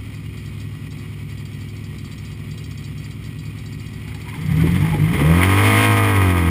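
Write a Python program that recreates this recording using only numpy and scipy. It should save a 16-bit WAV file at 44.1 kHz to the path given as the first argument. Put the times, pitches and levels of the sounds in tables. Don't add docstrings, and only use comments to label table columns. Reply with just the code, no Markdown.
import sys
import numpy as np
from scipy import signal
from scipy.fft import rfft, irfft, next_fast_len
from scipy.io import wavfile
from scipy.ndimage import uniform_filter1d, map_coordinates

SR = 44100
rng = np.random.default_rng(int(sys.argv[2]) if len(sys.argv) > 2 else 0)


def output_pcm(signal):
    pcm = np.clip(np.atleast_2d(signal).T, -1, 1) * 32767
    wavfile.write(sys.argv[1], SR, np.round(pcm).astype(np.int16))


N = 286650


def amp(db):
    return 10 ** (np.asarray(db) / 20)


def unit(x):
    return x / np.sqrt(np.mean(x ** 2) + 1e-20)


def steady(x, size=8800):
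    power = uniform_filter1d(uniform_filter1d(x * x, size), size // 2)
    return x / np.sqrt(np.abs(power) + 1e-14)


def curves(rows):
    time_s, *columns = np.transpose(rows)
    return [np.interp(np.arange(N) / SR, time_s, column) for column in columns]


def wobble(rate_hz):
    knots = rng.standard_normal(int(N * rate_hz / SR) + 4)
    return map_coordinates(knots, [np.arange(N) * rate_hz / SR])


def ramp(start_s, rise_s):
    return np.clip((np.arange(N) / SR - start_s) / rise_s, 0, 1)


def noise():
    return rng.standard_normal(N)


def filtered(x, response):
    size = next_fast_len(N + SR // 2)
    spectrum = rfft(x, size) * response(np.fft.rfftfreq(size, 1 / SR))
    return irfft(spectrum, size)[:N]


def coloured(x, spectrum):
    hz, db = np.transpose(spectrum)
    log_hz = np.log(np.r_[hz[0] / 2, hz, hz[-1] * 2])
    closed_db = np.r_[-120, db, -120]
    return unit(filtered(x, lambda f: amp(np.interp(np.log(f + 1), log_hz, closed_db))))


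def ring(x, modes, low_hz, high_hz):
    def response(f):
        body = 0
        for k, (centre_hz, width_hz, db) in enumerate(modes):
            damping = 1j * f * width_hz
            body = body + (-1) ** k * amp(db) * damping / (centre_hz ** 2 - f * f + damping)
        return body / (1 + (low_hz / (f + 1)) ** 6) / (1 + (f / high_hz) ** 6)
    return filtered(x, response)


def burst(start_s, t60_s):
    t = np.maximum(np.arange(N) / SR - start_s, 0)
    return (1 - np.exp(-t / 0.00024)) * amp(-60 * np.minimum(t / t60_s, 2))


def firings(cycle, scatter_db, jitter_cycles):
    count = np.arange(1, int(2 * cycle[-1]))
    chance = rng.standard_normal((len(count), 2))
    at = np.interp(count / 2 + jitter_cycles * chance[:, 0], cycle, np.arange(N))
    taps = at.astype(int)[:, None] + np.arange(-7, 9)
    off = taps - at[:, None]
    pulse = np.sinc(off) * np.cos(np.pi * off / 16) ** 2 * amp(scatter_db * chance[:, 1:])
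    taps = np.clip(taps, 0, N - 1)
    return [np.bincount(taps[c::2].ravel(), pulse[c::2].ravel(), N) for c in (0, 1)]


def puffs(cycle, depth_db):
    return noise() * amp(-depth_db * (2 * cycle % 1))


# (order of the cycle, level [dB])
IDLE_HUM = [(6, -44.5), (7, -43), (10, -34), (11, -45.5), (12, -46.5), (14, -39.5), (15, -41.5),
            (16, -47.5), (20, -45.5), (22, -49), (24, -49.5), (26, -46.5), (30, -56), (35, -52.5)]
# (frequency [Hz], density [dB per Hz])
CLATTER = [(200, 13.5), (400, 0.5), (600, -6.5), (850, -5.5), (1200, 0), (1650, -10.5), (2000, 2),
           (2450, -2.5), (3200, -7), (4200, -9), (5200, -10), (6200, -18)]
# (frequency [Hz], width [Hz], level [dB])
COVER_MODES = [(1916, 37, 3.5), (2245, 92, 1.5), (2487, 49, 3), (2847, 23, 1.5), (3135, 75, -1),
               (3300, 87, -4.5), (3400, 63, -7)]


def idle(cycle, load):
    hum = np.zeros(N)
    for order, db in IDLE_HUM:
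        phase = 2 * np.pi * (order * cycle + rng.random()) + 0.21 * wobble(7.1)
        hum += amp(db + 1.48 * wobble(5.81)) * np.sin(phase)
    shake = amp(1.0 * wobble(30) + 1.6 * wobble(190))
    valves = amp(-45.5) * coloured(shake * puffs(cycle, depth_db=1.0), CLATTER)
    covers = amp(-48.5) * unit(ring(shake * noise(), COVER_MODES, low_hz=1700, high_hz=3700))
    return (1 - load ** 2) * (np.sqrt(2) * hum + valves + covers)


# (frequency [Hz], width [Hz], level [dB])
PIPE = [(59.7, 42, -11.5), (90.4, 35, 3.5), (153.7, 20.7, 4.5), (225, 81, -7), (274, 33.5, -4.5),
        (407, 70, -34.5)]
THUD_IDLE_DB, THUD_LOADED_DB = -40, -25


def exhaust(cycle, load, lumpy):
    first, second = firings(cycle, scatter_db=2, jitter_cycles=0.0079)
    gas = steady(first + .7 * second) + .9 * noise()
    thud_db = THUD_IDLE_DB + load * (THUD_LOADED_DB - THUD_IDLE_DB)
    return lumpy * amp(thud_db) * steady(ring(gas, PIPE, low_hz=46, high_hz=470))


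# (frequency [Hz], density [dB per Hz])
RUMBLE = [(25, -15), (45, -2.5), (90, 1), (250, -7), (450, -14), (600, -29)]
# (time [s], level [dB], t60 [s])
KNOCKS = [(4.08, -37, .09), (4.119, -33, .04), (4.146, -31, .043), (4.28, -34, .14), (4.339, -33.5, .11),
          (4.755, -27, .064), (5.415, -21, .08), (5.432, -7.5, .034)]
# (frequency [Hz], width [Hz], level [dB])
KNOCK_MODES = [(1110, 610, -10.5), (1640, 370, -6), (2010, 200, 1), (2265, 150, 3), (3120, 570, -12.5)]
RUMBLE_IDLE_DB, RUMBLE_LOAD_DB, RUMBLE_SMOOTH_DB = -43.5, 15, -4


def chassis(load, lumpy):
    rumble_db = RUMBLE_IDLE_DB + RUMBLE_LOAD_DB * load + RUMBLE_SMOOTH_DB * (1 - lumpy)
    rumble = amp(rumble_db) * coloured(noise(), RUMBLE)
    knocks = sum(amp(db) * burst(start_s, t60_s) for start_s, db, t60_s in KNOCKS)
    return rumble + knocks * unit(ring(noise(), KNOCK_MODES, low_hz=700, high_hz=5000))


# (first stroke [s], interval [s], strokes [count], level before ringing [dB])
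PUMP_RUNS = [(.1463, .08, 1, -40.5), (.371, .085, 2, -38), (.5985, .08, 1, -38.5), (.9043, .0787, 2, -38),
             (1.297, .0777, 8, -40), (1.982, .0664, 6, -38.5), (2.508, .0665, 6, -36.5),
             (2.976, .065, 3, -38), (3.241, .065, 1, -36), (3.3862, .064, 2, -39), (3.5845, .0698, 6, -39),
             (4.075, .069, 5, -38.5), (4.41, .05, 13, -40)]
# (frequency [Hz], width [Hz], level [dB])
TICK_MODES = [(3230, 66, 6.5), (3940, 94, 1.5), (4420, 29, 2.5), (4640, 47, 4.5), (4777, 27, 6),
              (5440, 100, 1)]
PUMP_SCATTER_S, PUMP_SCATTER_DB = .001, 0.56


def pump():
    ticks = []
    for first_s, interval_s, count, db in PUMP_RUNS:
        ticks += [(first_s + k * interval_s, db) for k in range(round(count))]
    ticks = np.array(ticks)
    ticks = ticks + rng.standard_normal(ticks.shape) * [PUMP_SCATTER_S, PUMP_SCATTER_DB]
    strokes = np.zeros(N)
    t = np.arange(SR // 20) / SR
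    for start_s, db in ticks:
        rattle = amp(db + 9.5 - 60 * t / 0.12) + amp(db + 5.5 - 60 * t / 0.011)
        strokes[round(start_s * SR):][:len(t)] += rattle * rng.standard_normal(len(t))
    return ring(strokes, TICK_MODES, low_hz=2980, high_hz=7360)


# (time [s], opening [0-1])
THROTTLE = [(4.2, 0.17), (4.35, 0.56), (4.7, 0.7), (5.05, .35), (5.15, 0.72), (5.3, 0.4), (5.77, 0.89),
            (6, .45), (6.3, 0.32), (6.5, 0.25)]
# (frequency [Hz], width [Hz], level [dB])
EVEN_MODES = [(355, 14, 11), (487, 10, 1), (680, 17, -4), (962, 40, 8), (1078, 40, 11.5), (1252, 50, 13),
              (1596, 35, 7.5), (1932, 39, 8.5), (2456, 40, 5.5), (3350, 290, -18)]
# (frequency [Hz], width [Hz], level [dB])
ODD_MODES = [(336, 17.6, 10), (458, 67, 12.5), (542, 290, 1), (671.4, 32, 8.5), (886, 120, 2.5),
             (1201, 23, 10.5), (1630, 140, -2), (2230, 73, -7), (3120, 110, -29)]
# (frequency [Hz], density [dB per Hz])
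RASP = [(200, 5), (450, -13), (750, -6.5), (1200, -1), (1450, -10.5), (1780, -3.5), (2100, 6.5), (2700, -9),
        (3200, -4.5), (4000, -17.5), (5200, -18.5), (6200, -19.5)]
TOP_SPEED_HZ = 53
RASP_START_S, RASP_RISE_S = 3.84, 0.25
BARK_DB, BARK_DB_PER_OCTAVE, BARK_THROTTLE_DB = -20, 18, 1.5
RASP_DB, RASP_DB_PER_OCTAVE, RASP_THROTTLE_DB = -16, 9, 13.5


def rasp(cycle, speed_hz):
    octaves = np.log2(speed_hz / TOP_SPEED_HZ)
    shut = 1 - curves(THROTTLE)[0]
    bark_db = BARK_DB + BARK_DB_PER_OCTAVE * octaves - BARK_THROTTLE_DB * shut
    rasp_db = RASP_DB + RASP_DB_PER_OCTAVE * octaves - RASP_THROTTLE_DB * shut
    first, second = firings(cycle, scatter_db=1.1, jitter_cycles=.0005)
    even = ring(first + second, EVEN_MODES, low_hz=350, high_hz=3800)
    odd = ring(first - second, ODD_MODES, low_hz=330, high_hz=3760)
    bark = steady(even + odd)
    alike = np.clip(.58 * speed_hz / TOP_SPEED_HZ, 0, 1)
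    t = np.arange(SR // 40) / SR
    rattle = np.zeros(N)
    for cylinder in (first, second):
        strike = rng.standard_normal(len(t)) * amp(-60 * t / 0.092)
        rattle += signal.fftconvolve(cylinder, strike)[:N]
    shake = amp(1.6 * wobble(45) + 0.2 * wobble(250))
    loose = unit(puffs(cycle, depth_db=-0.5))
    grit = shake * (np.sqrt(alike) * steady(rattle) + np.sqrt(1 - alike) * loose)
    casing = steady(coloured(grit, RASP))
    return ramp(RASP_START_S, RASP_RISE_S) * (amp(bark_db) * bark + amp(rasp_db) * casing)


# (centre time [s], frequency [Hz], Gaussian half-width to e^-2 [s], level [dB])
CHIRPS = [(4.08, 850, .03, -50), (4.16, 830, .03, -47), (4.28, 970, .025, -39), (4.34, 1030, .025, -37),
          (4.36, 870, .025, -40), (4.52, 760, .02, -41), (4.61, 1480, .02, -38), (4.68, 880, .025, -36),
          (4.845, 860, .04, -32), (4.94, 840, .025, -27), (4.965, 850, .02, -34)]


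def clutch():
    out = np.zeros(N)
    t = np.arange(-SR // 10, SR // 10) / SR
    for centre_s, hz, length_s, db in CHIRPS:
        waver_rad = .5 * wobble(160)[:len(t)]
        tone = np.sin(2 * np.pi * hz * (t - 0.51 * t * t) + waver_rad)
        chirp = amp(db) * np.exp(-2 * (t / length_s) ** 2) * tone
        out[round(centre_s * SR) - SR // 10:][:len(t)] += chirp
    return out * amp(2 * wobble(150))


# (frequency [Hz], gain [dB])
BOOM_SHAPE = [(45, -34), (70, -11), (100, 0), (122, -5), (150, 6), (178, 0), (205, -30), (280, -8.5),
              (350, -24), (450, -15)]
BOOM_DB, BOOM_DB_PER_OCTAVE, BOOM_FLUTTER_DB = -18.5, 3, 3


def boom(cycle, speed_hz, load, lumpy):
    hz, db = np.transpose(BOOM_SHAPE)
    orders = np.arange(2, 16, 2)[:, None]
    gains = amp(np.interp(orders * speed_hz, hz, db))
    tone = np.sqrt(2) * np.sum(gains * np.sin(2 * np.pi * orders * cycle), axis=0)
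    growth_db = BOOM_DB_PER_OCTAVE * np.log2(speed_hz / TOP_SPEED_HZ)
    level_db = BOOM_DB + growth_db + BOOM_FLUTTER_DB * wobble(35)
    return load * lumpy * amp(level_db) * tone


# (time [s], level [dB], t60 [s])
THUMPS = [(4.637, -17, 0.18), (4.942, -18.5, 0.24), (5.13, -21, 0.43), (5.216, -21.5, 0.21),
          (6.478, -18, 0.14)]
# (frequency [Hz], density [dB per Hz])
THUMP_SPECTRUM = [(35, -14), (70, 1), (300, 8.5), (480, -5), (800, -30), (2000, -70)]


def thumps():
    envelope = sum(amp(db) * burst(start_s, t60_s) for start_s, db, t60_s in THUMPS)
    return coloured(noise(), THUMP_SPECTRUM) * envelope


# (frequency [Hz], gain [dB])
DRONE_EVEN = [(75, -4), (95, 0), (106, -1.5), (155, -1), (180, -7), (203, -14), (214, -7), (238, -15),
              (280, -9), (320, -11), (380, -17), (430, -30)]
# (frequency [Hz], gain [dB])
DRONE_ODD = [(150, -25), (220, -22), (262, -11), (300, -13), (370, -25)]
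SMOOTH_S, SMOOTH_RISE_S = 5.25, 0.15
DRONE_DB, DRONE_FLUTTER_DB = -15.5, 1.3
DRONE_THROTTLE_DB = 6.5


def drone(cycle, speed_hz):
    push_db = DRONE_THROTTLE_DB * (curves(THROTTLE)[0] - .6)
    out = np.zeros(N)
    for order in range(2, 9):
        hz, db = np.transpose(DRONE_ODD if order % 2 else DRONE_EVEN)
        level_db = DRONE_DB + np.interp(order * speed_hz, hz, db) + DRONE_FLUTTER_DB * wobble(22)
        if order > 2:
            level_db = level_db + push_db
        out += amp(level_db) * np.sin(2 * np.pi * order * cycle)
    return np.sqrt(2 * ramp(SMOOTH_S, SMOOTH_RISE_S)) * out


# (time [s], speed [four-stroke cycles/s])
SPEED = [(0, 10.42), (1.5, 10.24), (2.6, 10.31), (3.3, 10.45), (4.32, 10.5), (4.47, 15), (4.54, 19),
         (4.75, 21.9), (4.891, 28), (4.96, 24.6), (5.03, 25), (5.159, 31), (5.2, 35.5), (5.394, 44.7),
         (5.506, 47.9), (5.622, 50.6), (5.8, 53.2), (5.89, 53.2), (6.1, 50.6), (6.31, 45.3), (6.5, 41.3)]
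LOAD_S, LOAD_RISE_S = 4.305, 0.26


def scene():
    speed_hz, = curves(SPEED)
    cycle = np.cumsum(speed_hz + 0.033 * wobble(20)) / SR
    load = ramp(LOAD_S, LOAD_RISE_S)
    lumpy = np.sqrt(1 - ramp(SMOOTH_S, SMOOTH_RISE_S))
    engine = idle(cycle, load) + exhaust(cycle, load, lumpy) + rasp(cycle, speed_hz)
    engine += boom(cycle, speed_hz, load, lumpy) + drone(cycle, speed_hz)
    return (engine + chassis(load, lumpy) + pump() + clutch() + thumps())[None]


SAMPLER_HZ, TOP_HZ = 12000, 15400


def record(dry):
    rounded = dry[0] / (1 + np.abs(dry[0] / .8) ** 8) ** (1 / 8)
    narrow = filtered(rounded, lambda hz: np.clip((SAMPLER_HZ / 2 + 250 - hz) / 900, 0, 1))
    mirrored = narrow * (1 + 2 * np.cos(2 * np.pi * SAMPLER_HZ * np.arange(N) / SR))
    return filtered(mirrored, lambda hz: np.sinc(hz / SAMPLER_HZ) * (hz < TOP_HZ))[None]


dry = scene()
out = record(dry)
output_pcm(out)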